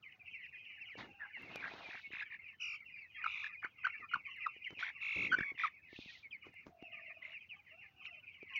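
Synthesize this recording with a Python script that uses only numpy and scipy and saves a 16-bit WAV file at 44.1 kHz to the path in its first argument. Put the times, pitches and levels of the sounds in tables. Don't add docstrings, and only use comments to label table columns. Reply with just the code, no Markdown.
import sys
import numpy as np
from scipy import signal
from scipy.fft import rfft, irfft
from scipy.io import wavfile
from scipy.ndimage import uniform_filter1d

SR = 44100
rng = np.random.default_rng(int(sys.argv[2]) if len(sys.argv) > 2 else 0)


def volts(x):
    e = np.asarray(x, float) / 20
    return 10 ** e


def materialize(psi):
    bounded = np.clip(np.atleast_2d(psi).T, -1, 1)
    quanta = np.round(bounded * 32767).astype(np.int16)
    wavfile.write(sys.argv[1], SR, quanta)


N = 378819


def rms_one(x):
    return x / np.sqrt(np.mean(np.abs(x) ** 2) + 1e-20)


def add(out, at, sound):
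    out[at:at + len(sound)] += sound[:max(N - at, 0)]


def drift(rate_hz, size):
    sos = signal.butter(4, rate_hz, fs=SR, output="sos")
    return rms_one(signal.sosfilt(sos, rng.standard_normal(size + 3000))[3000:])


def coloured(spectrum, patchy_db):
    f = np.fft.rfftfreq(N, 1 / SR) + 1
    hz, level_db = np.transpose(spectrum)
    tone = rfft(rng.standard_normal(N)) * volts(np.interp(np.log(f), np.log(hz), level_db))
    knots = np.arange(N // 441 + 2)
    out = 0
    for k in range(1, 15):
        share = np.clip(1 - np.abs(1.5 * np.log2(f / 30) - k), 0, 1)
        flicker = np.interp(np.arange(N) / 441, knots, rng.standard_normal(len(knots)))
        out = out + irfft(tone * share, N) * volts(patchy_db * flicker)
    return rms_one(out)


def swell(t, rise_s, length_s, change_db, release_s):
    rise = np.clip(t / rise_s, 0, 1)
    release = np.clip((length_s - t) / release_s, 0, 1)
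    edges = np.sin(np.pi / 2 * rise) ** 2 * np.sin(np.pi / 2 * release) ** 2
    return edges * volts(change_db * t / length_s)


def span(rows):
    s, *columns = np.transpose(rows)
    t = np.arange(round(s[0] * SR), min(round(s[-1] * SR), N)) / SR
    fade = np.clip(np.minimum(t - s[0], s[-1] - t) / 0.018, 0, 1)
    return round(s[0] * SR), t, fade, [np.interp(t, s, c) for c in columns]


def shed(x):
    t60_s = 0.092
    t = np.arange(int(.5 * SR)) / SR
    tail = rng.standard_normal(len(t)) * volts(-60 * t / t60_s) * (t > .004)
    return signal.fftconvolve(x, tail / np.sqrt(np.sum(tail ** 2)))[:N]


def microphone_hiss():
    # frequency in Hz, density in dB per Hz (relative).
    hiss_spectrum = [(3000, -12.5), (8000, -14.5), (13000, -17.5), (14500, -2.5), (15700, -0.5)]
    return volts(-86) * coloured(hiss_spectrum, patchy_db=2.0)


def room_air():
    # frequency in Hz, density in dB per Hz (relative).
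    air_spectrum = [(25, -52.5), (50, -21), (80, 0), (120, -4.5), (300, -13), (600, -20), (1400, -19.5),
                    (3500, -29.5), (7000, -34.5)]
    return volts(-76) * coloured(air_spectrum, patchy_db=3.5)


def peep(length, pitch_hz, overtone_db, fall_db):
    u = np.linspace(-.15, 1.15, int(1.3 * length * SR) + 2)
    a, b, c = pitch_hz
    glide = a + (4 * b - 3 * a - c) * u + (2 * a - 4 * b + 2 * c) * u * u
    phase = 2 * np.pi * np.cumsum(glide) / SR
    envelope = np.sin(np.pi * np.linspace(0, 1, len(u)) ** .8) ** 1.2
    voice = envelope * np.sin(phase)
    for k in range(2, 6):
        voice = voice + envelope ** k * np.sin(k * phase) * volts(overtone_db + fall_db * (k - 2))
    return np.sqrt(2) * voice


def flock():
    # time in seconds, level in dB before a lift of 1.5 dB.
    flock_level = [(0, -61), (.3, -55), (.75, -58), (1.17, -62.5), (1.6, -57.5), (1.799, -63.5),
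                   (2.451, -62), (3.0, -57.5), (3.2, -52.5), (3.501, -55.5), (3.7, -64), (3.95, -53.5),
                   (4.4, -54), (4.72, -59.5), (5.3, -50), (5.64, -64.5), (6.3, -59.5), (6.58, -62),
                   (6.85, -62.5), (7.05, -55), (7.4, -58), (7.77, -61), (8.2, -57.5), (8.45, -64),
                   (8.588, -44)]
    # middle in seconds, half length in seconds, depth in dB.
    level_dips = [(0.186, 0.06, 29), (0.248, 0.029, 13), (1.17, 0.13, 5), (2.572, 0.044, 10.5),
                  (3.084, .1, 13.5), (3.731, 0.038, 15), (4.224, 0.04, 11), (5.528, 0.027, 29),
                  (6.222, 0.077, 18), (6.297, 0.1, 28), (6.729, 0.099, 35), (7.212, 0.12, 8.5),
                  (7.494, 0.068, 17), (7.637, 0.058, 16), (7.934, 0.072, 22), (8.224, 0.028, 14)]
    out = np.zeros(N)
    for s, length, top, fall, bend, near, kind, size in rng.random((900, 8)):
        top_hz, fall_hz = 2050 + 620 * (top + size), 750 * fall + 50
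        glide = np.array([top_hz, top_hz - fall_hz * (.2 + .6 * bend), top_hz - fall_hz])
        low = kind < 1 / 10
        note = peep((.018 + .04 * length) / (1 + low), glide / (1 + low), -35, -20)
        add(out, int(s * N), volts(18 * near - 12 * low) * note)
    out = out * volts(3.2 * drift(110, N))
    out = out + volts(5) * shed(out)
    out /= np.sqrt(uniform_filter1d(out ** 2, size=4000)) + 1e-9
    t = np.arange(N) / SR
    s, level_db = np.transpose(flock_level)
    dip_db = sum(depth_db * np.clip(1 - np.abs(t - mid) / half, 0, 1) for mid, half, depth_db in level_dips)
    return out * volts(np.interp(t, s, level_db) + 1.5 - dip_db)


def hoots():
    # time in seconds, pitch in Hz, level in dB.
    phrases = [
        [(.1, 785, -85), (.2, 728, -80), (.26, 710, -78)],
        [(.74, 830, -88), (.87, 760, -77), (.95, 745, -89)],
        [(1.06, 810, -65), (1.2, 795, -74), (1.3, 837, -66.5)],
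        [(7.52, 700, -79), (7.57, 810, -74.5), (7.62, 830, -78)],
        [(7.71, 600, -64.5), (7.76, 684, -73), (7.82, 810, -77), (7.92, 770, -77.5), (8.06, 746, -78),
         (8.15, 673, -67.5), (8.22, 556, -77)],
    ]
    out = np.zeros(N)
    for rows in phrases:
        at, t, fade, (hz, level_db) = span(rows)
        phase = 2 * np.pi * np.cumsum(hz) / SR
        waver = 1 + .7 * drift(45, len(t))
        add(out, at, fade * volts(level_db) * waver * (np.sin(phase) + .35 * np.sin(2 * phase)))
    return out


def purr():
    # time in seconds, pitch in Hz, level in dB before a lift of 6.5 dB.
    purr_curve = [(6.7, 691, -66), (7.338, 632, -77.5), (7.37, 583, -99)]
    throbs_per_s, throb_peak_s = 45, 7.04
    at, t, fade, (hz, level_db) = span(purr_curve)
    throb = np.cos(np.pi * throbs_per_s * (t - throb_peak_s)) ** 2
    level = fade * volts(level_db + 6.5 + 3.5 * drift(31, len(t)))
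    phase = 2 * np.pi * np.cumsum(hz + 25 * drift(40, len(t))) / SR
    out = np.zeros(N)
    add(out, at, level * throb * np.sin(phase))
    return out


def moves(rows):
    out = np.full(N, volts(-105))
    for s, rise_s, length_s, level_db, change_db in rows:
        t = np.arange(int(length_s * SR)) / SR
        add(out, round(s * SR), volts(level_db) * swell(t, rise_s, length_s, change_db, 0.37 * length_s))
    return out


def rustles():
    # start in seconds, rise in seconds,
    # length in seconds, level in dB before the balance below, change in dB over the length.
    thuds = [(.962, 0.027, 0.22, -48, -20.5), (1.36, 0.06, 0.62, -55.5, -7.5),
             (1.94, 0.031, 0.025, -46, -12), (3.99, 0.011, 0.082, -64, -12), (4.12, 0.12, .12, -65, -6.5),
             (4.69, 0.038, 0.06, -60.5, 6), (4.76, 0.014, 0.054, -62.5, 2.5),
             (5.148, 0.02, .36, -44.5, -14), (5.5, 0.06, 0.076, -55.5, -12),
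             (6.44, 0.03, 0.087, -51.5, -16), (6.65, 0.036, 0.091, -41, -37.5)]
    hisses = [(.968, 0.034, .13, -56, -34), (1.36, .03, 0.25, -82, 6.5), (1.46, .3, 0.7, -69, 1),
              (3.99, 0.024, 0.023, -73.5, -23), (4.12, 0.052, 0.042, -82, -14.5),
              (4.69, 0.023, 0.058, -90, -14), (5.86, 0.14, .42, -68, 0)]
    # frequency in Hz, density in dB per Hz (relative).
    dull_spectrum = [(50, -12), (90, -6), (300, -2.5), (520, -10.5), (800, -23.5), (1500, -35)]
    dry_spectrum = [(1200, -27), (2000, -32), (2800, -0.5), (3800, 2), (5200, -11.5), (6800, -20),
                    (8000, -63)]
    scratch_spectrum = [(300, -18.5), (700, 5), (1300, 0), (2200, 0.5), (3500, -35), (6000, -52.5)]
    thud_gain, hiss_gain = moves(thuds), moves(hisses)
    ground = volts(-5.0) * thud_gain * coloured(dull_spectrum, patchy_db=2.0)
    husks = volts(7.0) * hiss_gain * coloured(dry_spectrum, patchy_db=2.5)
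    claws = volts(7.5) * np.sqrt(thud_gain * hiss_gain) * coloured(scratch_spectrum, patchy_db=5.0)
    return ground + husks + claws


def knocks():
    # start in seconds, peak in dB, pitch in Hz, crack against thud in dB before a cut of 5 dB.
    knock_rows = [(0.954, -44, 474, -6), (1.372, -49.5, 834, 4), (1.558, -43.5, 380, 22.5),
                  (1.712, -49.5, 369, -26), (1.737, -41.5, 388, 3.5), (1.888, -47.5, 342, -13.5),
                  (1.945, -47.5, 724, 1.5), (2.074, -57, 236, -9), (2.105, -49.5, 350, -22),
                  (2.134, -49.5, 287, 3), (3.646, -45, 354, -14.5), (4.01, -56.5, 390, -3),
                  (4.151, -50, 186, -29), (4.166, -49, 192, -31), (4.564, -53, 400, -18),
                  (4.706, -46.5, 355, 10), (5.328, -41.5, 270, -3.5), (5.386, -33, 332, -26),
                  (5.408, -33, 190, -4), (5.518, -46, 346, -14), (5.929, -44.5, 340, -30),
                  (5.989, -38, 275, -23), (6.059, -48, 209, -20), (6.467, -45.5, 403, -3.5),
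                  (6.539, -59, 740, -12), (6.667, -41, 282, 1.5), (6.825, -40.5, 300, -4),
                  (8.429, -42.5, 392, -1)]
    out, t = np.zeros(N), np.arange(1500) / SR
    dull = signal.butter(2, 2500, fs=SR, output="sos")
    for s, peak_db, hz, bright_db in knock_rows:
        thud = np.sin(2 * np.pi * hz * t) * np.exp(-t / 0.0026) * np.minimum(t / 0.00079, 1) * 1.22
        crack = signal.sosfilt(dull, rng.standard_normal(len(t)) * np.exp(-t / .002))
        add(out, round(s * SR), volts(peak_db) * (thud + volts(bright_db - 5) * crack))
    return out


def ticks():
    # start in seconds, level in dB before a cut of 3 dB.
    tick_rows = [(1.4216, -61), (1.5586, -49), (2.6696, -67), (2.7362, -76), (3.8482, -96), (3.873, -73),
                 (4.1425, -71), (4.367, -66), (4.6707, -64.5), (6.5412, -63.5), (8.5662, -57)]
    out, t = np.zeros(N), np.arange(600) / SR
    for s, level_db in tick_rows:
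        add(out, round(s * SR), volts(level_db - 3) * rng.standard_normal(len(t)) * np.exp(-t / .001))
    return out


def throat(x):
    # centre in Hz, width in Hz, level in dB.
    resonances = [(3358, 750, 7.5), (4360, 380, -6.5), (5620, 570, -11), (5880, 210, -3.5),
                  (6760, 1000, -5.5), (7650, 500, -5)]
    out = 0
    for k, (hz, width, level_db) in enumerate(resonances):
        r = np.exp(-np.pi * width / SR)
        top = [(1 - r * r) / 2, 0, (r * r - 1) / 2]
        bottom = [1, -2 * r * np.cos(2 * np.pi * hz / SR), r * r]
        out = out + (-1) ** k * volts(level_db) * signal.lfilter(top, bottom, x)
    return out


def trills():
    # first dip in seconds, length after it in seconds, top pitch in Hz before the sag,
    # dip depth in Hz, hoarseness from 0 to 1, whistle level in dB before the push in the dips,
    # change in dB from start to end, overtone level in dB.
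    trill_rows = [(1.196, .09, 1960, 400, 0.7, -57, -4.5, -82),
                  (1.621, 0.088, 2370, 600, 0.9, -47.5, -4, -66),
                  (1.896, .12, 2630, 650, 0.5, -51.5, -3, -82),
                  (2.115, .135, 2650, 750, 0.52, -49.5, 1.5, -63),
                  (2.306, .07, 2580, 650, 0, -50.5, -1.5, -75.5),
                  (2.605, .175, 3088, 470, 0.01, -45, -5, -58),
                  (3.208, 0.082, 2500, 303, 0.77, -52.5, 3, -84),
                  (3.262, .235, 2656, 200, 0.53, -49.5, 1, -61.5),
                  (3.629, .045, 2296, 900, 0.5, -45, 2, -80),
                  (3.837, .065, 2743, 600, 0.8, -45.5, -3.5, -81.5),
                  (4.79, .13, 2673, 450, .7, -42, -8, -50.5),
                  (5.01, .285, 2703, 524, 0.12, -45.5, 4.5, -62),
                  (5.365, 0.17, 2413, 101, 0.06, -47.5, 1, -72),
                  (5.581, .115, 2526, 500, 0.3, -42.5, -0.5, -55),
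                  (7.221, 0.14, 2768, 500, 0.9, -60.5, -0.5, -74.5),
                  (8.05, 0.028, 2910, 500, 0.8, -49, 2, -61)]
    dips_per_s = 50
    lead_s, rise_s, release_s = .016, .035, .03
    out = np.zeros(N)
    for dip_s, length, top_hz, dip_hz, hoarse, level_db, change_db, over_db in trill_rows:
        t = np.arange(int((length + lead_s) * SR)) / SR
        effort = swell(t, rise_s, t[-1], change_db, release_s)
        turn = dips_per_s * (t - lead_s) + 0.27 * hoarse * drift(15, len(t))
        dip = np.abs(np.cos(np.pi * turn)) ** 3
        sag_hz = (200 - 39 * change_db) * (t / t[-1]) ** .6
        pitch = top_hz - sag_hz - dip_hz * dip + 120 * hoarse * drift(160, len(t))
        half_phase = np.pi * np.cumsum(pitch) / SR
        lines = []
        for k in range(1, 7):
            raspy = hoarse if k == 2 else hoarse ** .6
            rasp = np.sqrt(1 - raspy) + np.sqrt(raspy) * drift(290, len(t))
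            lines.append(rasp * np.sqrt(2) * np.sin(k * half_phase))
        odd = np.tanh((hoarse / .07) ** 2)
        upper = 1.6 * odd * lines[2] + lines[3] + (.1 + odd) * lines[4] + .25 * lines[5]
        overtones = rms_one(throat(upper))
        half_db = -21 + 7.5 * hoarse
        voice = volts(half_db) * lines[0] + volts(4.0 * (dip + 0.24)) * lines[1]
        sound = effort * volts(level_db) * voice + effort ** 1.4 * volts(over_db) * overtones
        add(out, round((dip_s - lead_s) * SR), sound)
    return out


def peeps():
    # start in seconds, length in seconds (fading edges reach past it),
    # pitch in Hz at the start, pitch in Hz at the end, level in dB.
    peep_rows = [(0.029, 0.032, 2960, 2000, -57), (0.198, .035, 2600, 2300, -58.5),
                 (0.265, 0.039, 2855, 2470, -54), (0.334, 0.042, 2500, 2090, -49.5),
                 (0.387, .083, 2357, 1820, -55.5), (0.457, 0.014, 3110, 1700, -52),
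                 (0.551, .03, 2192, 1950, -54.5), (0.654, .033, 3110, 2100, -55.5),
                 (0.685, 0.081, 2490, 2220, -57.5), (0.813, 0.016, 2726, 2620, -50),
                 (0.825, 0.034, 2620, 2000, -52.5), (0.885, 0.013, 2375, 2140, -50.5),
                 (0.89, 0.063, 2825, 1700, -52), (1.204, 0.064, 1864, 1550, -48.5),
                 (1.337, .052, 2350, 1800, -48.5), (1.349, 0.073, 2880, 2580, -56.5),
                 (1.464, 0.051, 2360, 2040, -56.5), (1.541, 0.057, 2570, 2340, -53),
                 (1.593, .024, 2250, 2500, -49.5), (1.649, .036, 1600, 1650, -46),
                 (1.839, 0.051, 2490, 2310, -52.5), (2.035, 0.044, 2250, 2180, -51),
                 (2.256, 0.033, 2370, 2250, -53), (2.392, .018, 2164, 2110, -51.5),
                 (2.429, 0.092, 2700, 2140, -55), (2.485, 0.039, 2860, 2390, -56.5),
                 (2.921, 0.11, 2460, 2300, -56.5), (2.999, 0.073, 2590, 1870, -55.5),
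                 (3.168, 0.01, 2515, 2200, -48.2), (3.176, 0.049, 2390, 1700, -51),
                 (3.537, .032, 2524, 2020, -50.5), (3.897, .013, 2376, 2100, -45.5),
                 (3.937, 0.036, 2210, 2360, -47.5), (3.98, 0.027, 2900, 2510, -60.5),
                 (4.096, 0.049, 2950, 2780, -54), (4.126, 0.0088, 2297, 2010, -43),
                 (4.251, 0.03, 2520, 2080, -47.5), (4.299, .034, 2860, 3000, -57),
                 (4.344, 0.048, 2520, 1600, -55.5), (4.406, 0.037, 2550, 2280, -47),
                 (4.41, 0.059, 2820, 2540, -51), (4.439, .022, 2095, 1880, -43),
                 (4.643, .017, 2934, 2700, -46.5), (4.66, 0.023, 2332, 1960, -41.5),
                 (4.769, .02, 2760, 2300, -51), (4.956, 0.033, 1196, 1100, -69),
                 (5.429, .012, 1934, 1600, -38), (5.96, 0.0057, 2570, 2720, -49.5),
                 (6.076, 0.025, 2620, 2470, -56.5), (6.091, 0.026, 1880, 1900, -55.5),
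                 (6.233, 0.047, 2387, 2120, -53), (6.309, 0.013, 3250, 3000, -55.5),
                 (6.32, 0.05, 2590, 2060, -48), (6.563, 0.049, 2520, 2060, -57.5),
                 (6.821, 0.087, 2830, 2480, -58), (6.923, 0.045, 2850, 2300, -48.5),
                 (6.967, .024, 2010, 2480, -55), (7.044, 0.05, 2560, 2000, -63),
                 (7.066, .037, 2800, 2600, -54), (7.092, 0.0053, 2300, 2620, -59),
                 (7.102, .028, 2210, 2500, -54), (7.222, .017, 2004, 2090, -50),
                 (7.248, .018, 2110, 2070, -46.9), (7.349, 0.043, 2730, 2200, -50),
                 (7.497, 0.058, 2955, 2170, -49.5), (7.801, 0.068, 2770, 2230, -60.5),
                 (8.023, 0.013, 2560, 2880, -60), (8.062, 0.025, 2920, 2510, -50.5),
                 (8.082, 0.018, 2098, 2000, -56), (8.268, 0.038, 2660, 2210, -54),
                 (8.406, 0.053, 2416, 2220, -55.5), (8.49, 0.044, 2970, 1500, -60),
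                 (8.512, .07, 1090, 1050, -62.5), (8.516, 0.032, 2210, 1900, -56.5),
                 (8.536, 0.01, 2850, 2980, -49), (8.548, .018, 2836, 2460, -53),
                 (8.555, 0.048, 2338, 2080, -39), (8.558, 0.015, 2900, 2900, -45.5)]
    cluck_rows = [(2.221, 0.016, 1545, 1750, -43), (3.241, 0.0066, 1532, 1200, -37),
                  (3.261, 0.0077, 1287, 1250, -32), (3.441, 0.0081, 1814, 1500, -41.5),
                  (3.465, 0.0075, 1726, 1680, -43), (3.62, 0.016, 1810, 1300, -55),
                  (3.644, .014, 1524, 1300, -38), (3.845, .015, 1413, 1570, -32),
                  (3.868, 0.006, 1269, 1470, -28.5), (4.114, 0.0084, 1350, 1350, -50.5),
                  (4.137, 0.01, 1350, 1450, -29.5), (4.155, 0.0079, 1317, 910, -37),
                  (4.462, 0.013, 1393, 1000, -33.5), (4.827, .012, 1338, 1600, -37.5),
                  (5.319, 0.023, 1414, 1590, -29), (5.339, .013, 1380, 1510, -28),
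                  (5.386, 0.0089, 1866, 1400, -36), (5.407, 0.0063, 1452, 1700, -31),
                  (5.637, .022, 1341, 1070, -30.5)]
    notes = []
    for s, length, a, c, level_db in peep_rows:
        middle_hz = a + 0.63 * (c - a)
        overtone_db = -26 + 20 * rng.random() ** 3 + .3 * level_db
        notes.append((s, length, (a, middle_hz, c), level_db, overtone_db, -22))
    for s, length, a, c, level_db in cluck_rows:
        middle_hz = (a + c) / 2 + 39.3
        notes.append((s, length, (a, middle_hz, c), level_db, -20, -8))
    out = np.zeros(N)
    for s, length, pitch_hz, level_db, overtone_db, fall_db in notes:
        note = peep(length, pitch_hz, overtone_db, fall_db)
        note = note * volts(level_db + 2.6 * drift(270, len(note)))
        add(out, max(round((s - .15 * length) * SR), 0), note)
    return out


def scene():
    birds = peeps() + trills() + hoots() + purr()
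    shed_db = -13.5
    return (birds + volts(shed_db) * shed(birds) + flock() + rustles() + knocks() + room_air())[None]


def roll_off(x):
    return signal.sosfilt(signal.butter(12, 15720, fs=SR, output="sos"), x)


def record(dry):
    low_pass = signal.cheby2(8, 45, 8200, fs=SR, output="sos")
    high_pass = signal.butter(3, 42, "high", fs=SR, output="sos")
    band = signal.sosfilt(high_pass, signal.sosfilt(low_pass, dry))
    mix = band + ticks() + microphone_hiss()
    return roll_off(mix)


dry = scene()
out = record(dry)
materialize(out)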